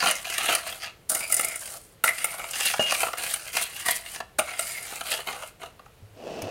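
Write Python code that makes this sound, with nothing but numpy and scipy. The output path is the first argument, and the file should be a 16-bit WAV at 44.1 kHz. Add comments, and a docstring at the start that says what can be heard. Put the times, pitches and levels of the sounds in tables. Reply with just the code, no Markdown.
"""In a quiet kitchen a metal spoon scrapes round a steel bowl of flour and sugar.
Snapping sugar grit and sharp catches of the spoon's edge excite damped modes of bottom, wall and edge.
Where steel slides bare on steel, stick-slip noise feeds clear partials and the bowl sings.
At the end a larger bowl is nudged (decaying low sines) and dragged over stone (coloured friction noise).
A diffuse room tail and a faint noise hush lie behind."""
import sys
import numpy as np
from scipy import signal
from scipy.fft import rfft, irfft
from scipy.io import wavfile
from scipy.ndimage import uniform_filter1d

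SR = 44100
rng = np.random.default_rng(int(sys.argv[2]) if len(sys.argv) > 2 else 0)


def unload_wav(signal):
    """Save mono or channel-first audio to the path in sys.argv[1] as 16-bit WAV at rate SR, clipped to [-1, 1]."""
    wavfile.write(
        sys.argv[1],
        SR,
        np.round(np.clip(np.atleast_2d(signal).T, -1, 1) * 32767).astype(np.int16),
    )


N = 286650
TIME = np.arange(N) / SR  # s

# Spoon strokes: touch t/s, hardest t/s, ease-off t/s, then relative force at the hardest point
# on bottom level/dB, wall level/dB, grit level/dB
STROKE_FORCES = [(0, 0.062, 0.18, -26, -21, -33), (0.246, 0.337, 0.51, -38.5, -26, -40),
                 (0.386, 0.524, 0.61, -24.5, -21.5, -31.5), (0.633, 0.683, 0.79, -35.5, -31.5, -41),
                 (0.804, 0.86, 0.91, -36.5, -30, -52), (1.093, 1.1, 1.273, -32.5, -37, -24),
                 (1.274, 1.34, 1.7, -46.5, -31, -30.5), (1.61, 1.77, 1.786, -43, -47, -40.5),
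                 (1.782, 1.811, 1.94, -72, -70, -49.5), (2.042, 2.05, 2.117, -27, -48, -23),
                 (2.133, 2.228, 2.35, -45, -22, -33), (2.273, 2.33, 3.08, -41.5, -36, -39.5),
                 (2.533, 2.593, 2.73, -42.5, -25.5, -33.5), (2.633, 2.667, 2.776, -42, -21.5, -28.5),
                 (2.8, 2.81, 2.93, -38, -34, -37.5), (2.863, 2.931, 3, -35, -23.5, -35.5),
                 (2.953, 3.01, 3.11, -33, -28.5, -28), (3.173, 3.198, 3.37, -37, -27.5, -37),
                 (3.235, 3.317, 3.38, -39, -33, -30), (3.397, 3.49, 3.54, -44.5, -36, -42),
                 (3.53, 3.572, 3.67, -34, -21.5, -31), (3.605, 3.642, 3.64, -47, -32.5, -30.5),
                 (3.71, 3.824, 3.9, -44, -32.5, -40.5), (3.856, 3.885, 3.98, -36.5, -24.5, -30),
                 (3.94, 3.974, 3.9, -57, -39, -31), (4.049, 4.154, 4.12, -49, -39, -41.5),
                 (4.386, 4.387, 4.42, -22, -33, -26.5), (4.446, 4.477, 4.97, -40.5, -24.5, -43),
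                 (4.577, 4.602, 4.9, -49.5, -43.5, -30), (4.846, 4.944, 5.16, -40.5, -58, -41.5),
                 (5.051, 5.13, 5.21, -32.5, -28.5, -35), (5.265, 5.28, 5.42, -29, -30.5, -43),
                 (5.597, 5.63, 5.7, -40.5, -41.5, -53.5)]
# Force at touch and at ease-off, below the hardest point (dB); how fast contact begins and ends (s)
LEAN_IN_DB, EASE_DB, TOUCH_S, LIFT_S = -7.5, -14.5, 0.0062, 0.073
# Spans in which the spoon stays in the mix between strokes: dips in t/s, lifts out t/s
IMMERSIONS = [(0, 0.86), (1.096, 1.44), (2.04, 4.19), (4.39, 5.49)]
# Resting drag of the spoon: bottom level/dB, wall level/dB, grit level/dB
RESTING_FORCE = (-52, -44.5, -48)
# Edge catches and knocks: t/s, strength level/dB, brightness level/dB
EDGE_CATCHES = [(0.025, -8, -11.5), (0.036, -8.5, -9), (0.058, -6, -3.5), (0.071, -10.5, 0),
                (0.085, -12, 5), (0.11, -10, 5.5), (0.153, -19.5, 7), (0.251, -26, -2), (0.268, -23, 0.5),
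                (0.299, -15.5, 5.5), (0.343, -19.5, 3), (0.38, -9.5, 4), (0.404, -21, -2),
                (0.456, -15, 5.5), (0.485, -8, -4), (0.524, -9, 0.5), (0.55, -7, 7), (0.582, -22, 1),
                (0.724, -23, 0.5), (0.832, -24, 0), (1.096, -8, 26), (1.148, -9, 12.5), (1.205, -18.5, 5),
                (1.236, -23, 2.5), (1.299, -18.5, 9), (1.323, -6, 12), (1.342, -5, 20), (1.366, -9, 18),
                (1.394, -8.5, 5.5), (1.409, -11.5, 14), (1.446, -9, 14), (1.483, -16, 15), (1.528, -30, 6),
                (1.557, -16.5, 12), (2.038, -5, 3.5), (2.074, -15, 14), (2.088, -14.5, 9), (2.243, -7.5, 7),
                (2.252, -15, 11.5), (2.393, -19, -1), (2.44, -21, -2.5), (2.509, -19.5, 13),
                (2.555, -16.5, 0), (2.593, -21.5, -2), (2.605, -14, 2), (2.629, -20, 6),
                (2.653, -11.5, 5.5), (2.662, -13, 4), (2.679, -18, 8), (2.699, -15, 0.5),
                (2.737, -11, -8.5), (2.795, -10.5, -12.5), (2.907, -15, 0), (2.92, -8, -2.5),
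                (2.947, -12.5, 2.5), (3.004, -12.5, 4.5), (3.031, -7.5, -6.5), (3.065, -12.5, -16),
                (3.081, -14, -12), (3.131, -14.5, -5), (3.182, -18, 5), (3.235, -16, 2), (3.338, -10.5, 11),
                (3.55, -20, -2), (3.568, -8, 1), (3.613, -18.5, 14), (3.861, -17.5, -1), (3.884, -7.5, 0),
                (3.909, -10, 20), (4.159, -20.5, -1), (4.202, -15.5, -8), (4.392, -8, 4), (4.592, -8.5, 8),
                (4.692, -28, 12), (4.922, -23.5, -21), (5.009, -14.5, -5.5), (5.115, -13, 5),
                (5.137, -13.5, -0.5), (5.189, -21, -8), (5.271, -18.5, 0), (5.421, -22.5, -7),
                (5.432, -20.5, -9), (5.632, -20, -9), (5.659, -30, -2), (5.793, -31.5, -11),
                (5.859, -35, -9.5), (6.419, -23.5, 1.5)]
# How well a catch of brightness 0 passes into bottom, wall and edge: level/dB each, before normalising
CATCH_COUPLING = (-4.5, -1.5, -7.5)
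# Brighter catches favour the edge, duller ones the bottom: change for bottom, wall, edge [dB per dB]
BRIGHTNESS_SLOPE = (-1.02, 0, 1.17)
# Damped modes of the bowl bottom: f/Hz, width f/Hz, level/dB
BOTTOM_MODES = [(220, 380, -7), (510, 110, -6), (620, 90, -1.5), (715, 90, 1.5), (816, 80, -3),
                (920, 120, -6), (1170, 110, -2), (1275, 80, -1.5), (1446, 130, -2.5)]
# Damped modes of the bowl wall: f/Hz, width f/Hz, level/dB
WALL_MODES = [(1640, 200, -8), (1935, 286, -3.5), (2190, 160, -6.5), (2296, 154, -4.5), (2480, 480, -1),
              (2816, 145, -2.5), (3020, 180, -6), (3247, 270, -5.5), (4100, 600, -7), (4750, 340, -9),
              (6430, 1130, -9)]
# Damped modes of the spoon edge: f/Hz, width f/Hz, level/dB
EDGE_MODES = [(7850, 1200, 0), (8300, 260, -3.5), (9210, 860, 9), (10050, 140, -3.5), (10400, 360, -7.5),
              (11450, 160, -2.5), (13380, 470, -3)]
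# Spectrum of the crunch heard directly: f/Hz, level/dB per Hz
GRIT_SPECTRUM = [(3000, -18.5), (4500, -9.5), (6000, -12), (9000, -4.5), (13000, -11), (16000, -16.5)]
# Passages of bare steel on steel, each with rows: t/s, gliding partial level/dB, its pitch f/Hz,
# low fixed partials level/dB, high fixed partials level/dB
SINGING_PASSAGES = [
    [(1.095, -50, 2150, -42, -40), (1.154, -46, 2030, -39, -45), (1.25, -38, 2380, -48, -41),
     (1.29, -47, 2380, -52, -42), (1.33, -42, 2000, -43, -41), (1.41, -42, 2080, -41, -45),
     (1.48, -39, 2250, -43, -43), (1.554, -40, 2120, -46, -54), (1.62, -60, 2100, -58, -62)],
    [(2.037, -44, 2040, -36, -50), (2.094, -26, 2040, -38, -50), (2.13, -48, 2040, -47, -55),
     (2.28, -42, 2200, -48, -54), (2.5, -45, 2280, -48, -56)],
    [(4.392, -46, 2300, -35, -45), (4.43, -49, 2150, -44, -54), (4.488, -38, 2180, -44, -54),
     (4.57, -47, 1980, -46, -50), (4.69, -41, 2250, -44, -40), (4.748, -36, 2160, -50, -43),
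     (4.86, -55, 2070, -55, -58)],
]
# Low fixed partials of the singing: f/Hz, width f/Hz, level/dB
LOW_PARTIALS = [(690, 100, 1), (1290, 90, -3), (1400, 80, 0), (2860, 80, -2), (3800, 120, -9)]
# High fixed partials of the singing: f/Hz, width f/Hz, level/dB
HIGH_PARTIALS = [(4800, 110, 0), (5050, 130, -2), (7100, 250, -6)]
# Free ring of the spoon, a row for each pitch: level/dB, t60/s
SPOON_RING = [(-20, 0.56), (-9.5, 0.024), (-34.5, 0.13)]
# Pitches of that ring: f/Hz each
SPOON_PITCHES = (2848, 620, 240)
RING_S, RING_END_S = 2.795, 2.925  # the spoon strikes the wall and rings until it touches again
# Thumps of the counter under the nudged bowl: t/s, level/dB, t60/s
COUNTER_THUMPS = [(6.024, -40, 0.23), (6.109, -49, 0.41), (6.429, -34.5, 0.2)]
NUDGE_HZ = 102
# Sliding of the larger bowl: t/s, level/dB
DRAG_LEVEL = [(6.13, -63), (6.16, -50.5), (6.27, -38), (6.5, -34.5)]
# Spectrum of that sliding: f/Hz, level/dB per Hz
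DRAG_SPECTRUM = [(35, -32), (130, -11), (540, 1.5), (770, -3.5), (860, -11.5), (2200, -24.5), (2660, -13.5),
                 (3700, -25.5), (4750, -23.5), (5600, -24.5), (12000, -42.5)]
# Spectrum of the kitchen hush: f/Hz, level/dB per Hz
HUSH_SPECTRUM = [(15, -61), (30, 2), (58, 3), (135, 1.5), (260, -8.5), (450, -3.5), (1000, -12.5),
                 (3000, -16), (6000, -23.5), (12000, -23), (16500, -29)]
HUSH_DB, BAND_LIMIT_HZ = -56, 15950


def stirring():
    """Forced vibration: crunch and catches drive the bowl bottom, the wall, the spoon edge and the air."""
    bottom_force, wall_force, grit_force = strokes()
    thud, knock, tick = catches()
    # 1 where no flour lies between spoon and bowl
    bare = sum((TIME > table[0][0]) & (TIME < table[-1][0]) for table in SINGING_PASSAGES)
    muffled = 1 - .75 * uniform_filter1d(1. * bare, size=1500)

    # All four crunches share one slip pattern; edge and air add a finer one
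    shared = slips(per_s=90, swell_db=3, ms=5)
    fine = slips(per_s=170, swell_db=2.5, ms=3.5)
    low = crunch(shared, per_s=1300, spread_db=1.5, smooth=0.35)
    mid = crunch(shared, per_s=1300, spread_db=1.5, smooth=0.35)
    edge = crunch(np.sqrt(shared) * fine, per_s=1800, spread_db=1.2, smooth=0.8)
    air = crunch(np.sqrt(shared) * fine, per_s=1800, spread_db=1.2, smooth=0.8)

    bottom = ringing(low * bottom_force + thud, BOTTOM_MODES, wander_db=3.5)
    wall = ringing((mid * wall_force + knock) * muffled, WALL_MODES, wander_db=4, per_s=25)
    hiss = ringing(edge * grit_force + tick, EDGE_MODES, wander_db=6, per_s=40)
    direct = coloured(air * grit_force + 0.22 * tick, GRIT_SPECTRUM)
    direct /= np.std(coloured(air, GRIT_SPECTRUM))

    song = singing(knock * bare, thud * bare)
    bowl = above(gain_of(1.5) * bottom + song, hz=237)
    bowl += gain_of(2.5) * above(wall, hz=1030)
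    bowl += gain_of(-0.5) * above(hiss, hz=4400)
    return bowl + gain_of(-1.0) * direct * np.sqrt(muffled)


def strokes():
    """Addition of powers: each stroke leans in, peaks and eases off; overlapping forces add in power."""
    power = np.zeros((3, N))
    shapes = [([touch, top, ease], [LEAN_IN_DB, 0, EASE_DB], db)
              for touch, top, ease, *db in STROKE_FORCES]
    shapes += [(run, [0, 0], RESTING_FORCE) for run in IMMERSIONS]
    for times, steps_db, db in shapes:
        times = [times[0] - TOUCH_S, *times, times[-1] + LIFT_S]
        shape = gain_of(np.interp(TIME, times, [-50, *steps_db, -50], left=-200, right=-200))
        power += (gain_of(db)[:, None] * shape) ** 2
    return np.sqrt(power)


def catches(decay_ms=4.77, rise_ms=1.36):
    """Impulsive excitation: each catch is a dying noise burst shared among bottom, wall and edge."""
    out = np.zeros((3, N))
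    ms = 1000 * np.arange(1500) / SR
    envelope = np.exp(-ms / decay_ms) * np.minimum(ms / rise_ms, 1)
    for s, db, bright_db in EDGE_CATCHES:
        burst = envelope * np.clip(rng.standard_normal(1500), -1.5, 1.5)
        share = gain_of(np.add(CATCH_COUPLING, bright_db * np.array(BRIGHTNESS_SLOPE)))
        share /= np.linalg.norm(share)  # brightness leaves the total power alone
        for part, g in zip(out, share):
            add(part, s, gain_of(db) * g * burst)
    return out


def crunch(clumps, per_s, spread_db, smooth):
    """Brittle fracture: crystals snap at random with uneven sizes over sifting flour."""
    size = gain_of(spread_db * np.minimum(rng.exponential(1, N), 4)) * rng.standard_normal(N)
    snaps = evened(size * (rng.random(N) < per_s / SR))
    sifting = smooth * rng.standard_normal(N)
    return evened(clumps * (snaps + sifting))


def slips(per_s, swell_db, ms):
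    """Stick-slip friction: random kicks change the gain quickly, and the change dies away."""
    kicks = rng.exponential(1, N) ** 2 * (rng.random(N) < per_s / SR)
    decay = np.exp(-1000 / (ms * SR))
    swells = signal.lfilter([1], [1, -decay], uniform_filter1d(kicks, size=130))
    # dB per e-fold of swell; a negative swell_db turns swells into dips
    return gain_of(swell_db * np.log(.5 + abs(swells)))


def singing(knock, thud):
    """Friction-driven resonance: slips and catches feed clear partials; one glides as the spoon tilts."""
    rows = np.concatenate(SINGING_PASSAGES)
    clumps = slips(per_s=89, swell_db=4.0, ms=7.2)
    rub, grind, rasp = (crunch(clumps, per_s=1400, spread_db=3.5, smooth=0.85) for _ in range(3))
    glide_level, low_level, high_level = (
        sum(follow(table, index=k) for table in SINGING_PASSAGES) for k in (1, 3, 4))

    hz = np.interp(TIME, rows[:, 0], rows[:, 2])
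    glide = resonate(rub * glide_level + 0.45 * knock, hz, width=133)
    high = ringing(rasp * high_level + .15 * knock, HIGH_PARTIALS, wander_db=2)
    low = ringing(grind * low_level + 0.68 * thud + 0.47 * knock, LOW_PARTIALS, wander_db=2)
    return glide + above(high, hz=3500) + low


def ringing(x, modes, wander_db, per_s=14):
    """Modal superposition: damped modes trade strength as the contact moves, at constant summed power."""
    hz, width, db = np.transpose(modes)
    knots = np.linspace(0, N, int(per_s * N / SR))
    weights = gain_of(db[:, None] + wander_db * rng.standard_normal((len(modes), len(knots))))
    weights /= np.linalg.norm(weights, axis=0)
    out = np.zeros(N)
    radius = np.exp(-np.pi * width / SR)
    turn = 2 * np.pi * hz / SR
    for k, (r, angle, weight) in enumerate(zip(radius, turn, weights)):
        # neighbouring modes alternate in sign
        scale = (-1) ** k * np.sqrt(1 - r ** 2) * np.sin(angle)
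        push = scale * np.interp(np.arange(N), knots, weight) * x
        out += signal.lfilter([1], [1, -2 * r * np.cos(angle), r ** 2], push)
    return out


def resonate(x, hz, width):
    """Moving resonance: a damped mode follows the curve hz, scaled so that white noise keeps its level."""
    turn = np.exp(2j * np.pi * np.cumsum(hz * np.ones(N)) / SR)
    r = np.exp(-np.pi * width / SR)
    # shift the pitch down to zero, smooth there, and shift back
    slow = signal.lfilter([1], [1, -r], x / turn)
    return np.sqrt(2 * (1 - r * r)) * (turn * slow).real


def above(x, hz):
    """Radiation cut-off: a small body radiates little below its lowest modes."""
    return signal.sosfilt(signal.butter(2, hz, "high", fs=SR, output="sos"), x)


def decaying_sine(hz, db, t60, t):
    """Free damped oscillation: a sine whose level falls 60 dB in t60 seconds."""
    return gain_of(db - 60 * t / t60) * np.sin(2 * np.pi * hz * t)


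def spoon_ring():
    """Free vibration: the struck spoon rings at its own pitches until contact damps it."""
    out, t = np.zeros(N), np.arange(SR // 2) / SR
    free = np.clip((RING_END_S - RING_S - t) / 0.02, 0, 1)
    for hz, (db, t60) in zip(SPOON_PITCHES, SPOON_RING):
        add(out, RING_S, free * decaying_sine(hz, db, t60, t))
    return above(out, hz=90)


def counter_thumps():
    """Impact response: each nudge sets the counter into a low damped oscillation."""
    out, t = np.zeros(N), np.arange(SR // 2) / SR
    for s, db, t60 in COUNTER_THUMPS:
        add(out, s, decaying_sine(NUDGE_HZ, db, t60, t))
    return out


def drag():
    """Sliding friction: a steel base rubs over stone, giving rough noise with a fixed spectrum."""
    rub = crunch(slips(per_s=270, swell_db=-0.5, ms=3.0), per_s=1800, spread_db=2.0, smooth=1.0)
    return evened(coloured(rub, DRAG_SPECTRUM)) * follow(DRAG_LEVEL, index=1)


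def kitchen(x, t60=0.3):
    """Reverberation: an exponentially decaying diffuse tail, duller than the source."""
    t = np.arange(SR // 2) / SR
    diffuse = signal.lfilter([1], [1, -.5], rng.standard_normal(len(t)))
    tail = diffuse * gain_of(-60 * t / t60) * (t > .004)
    return signal.oaconvolve(x, tail / np.linalg.norm(tail))[:N]


def hush():
    """Stationary background noise: random pressure with the kitchen's spectrum at a steady level."""
    return gain_of(HUSH_DB) * evened(coloured(rng.standard_normal(N), HUSH_SPECTRUM))


def coloured(x, points):
    """Linear filtering: x is shaped by a spectrum given on a log-frequency axis."""
    hz, db = np.transpose(points)
    f = np.fft.rfftfreq(N, 1 / SR)
    return irfft(rfft(x) * gain_of(np.interp(np.log(f + 1), np.log(hz + 1), db)), N)


def follow(rows, index):
    """Level interpolation: gain over time from one dB column, at -120 dB outside the table."""
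    rows = np.asarray(rows)
    return gain_of(np.interp(TIME, rows[:, 0], rows[:, index], left=-120, right=-120))


def gain_of(db):
    """Decibel law: amplitude ratio of a level."""
    return 10 ** (np.asarray(db) / 20)


def evened(x):
    """Normalisation: x at unit root-mean-square amplitude."""
    return x / np.sqrt(np.mean(x ** 2) + 1e-20)


def add(mix, s, sound):
    """Superposition: sound is added into mix from s seconds on."""
    part = mix[round(s * SR):][:len(sound)]
    part += sound[:len(part)]


def scene():
    """Superposition of the near sources, their room tail and the hush."""
    near = stirring() + spoon_ring() + counter_thumps() + drag()
    return (near + gain_of(-13) * kitchen(near) + hush())[None]


def record(dry, ceiling=1.0):
    """Saturation and band limiting: peaks are softly clipped, then a low-pass ends the treble."""
    soft = ceiling * np.tanh(dry / ceiling)
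    low_pass = signal.firwin(511, BAND_LIMIT_HZ, window=("kaiser", 9), fs=SR)
    return signal.oaconvolve(soft, low_pass[None], "same")


dry = scene()
out = record(dry)
unload_wav(out)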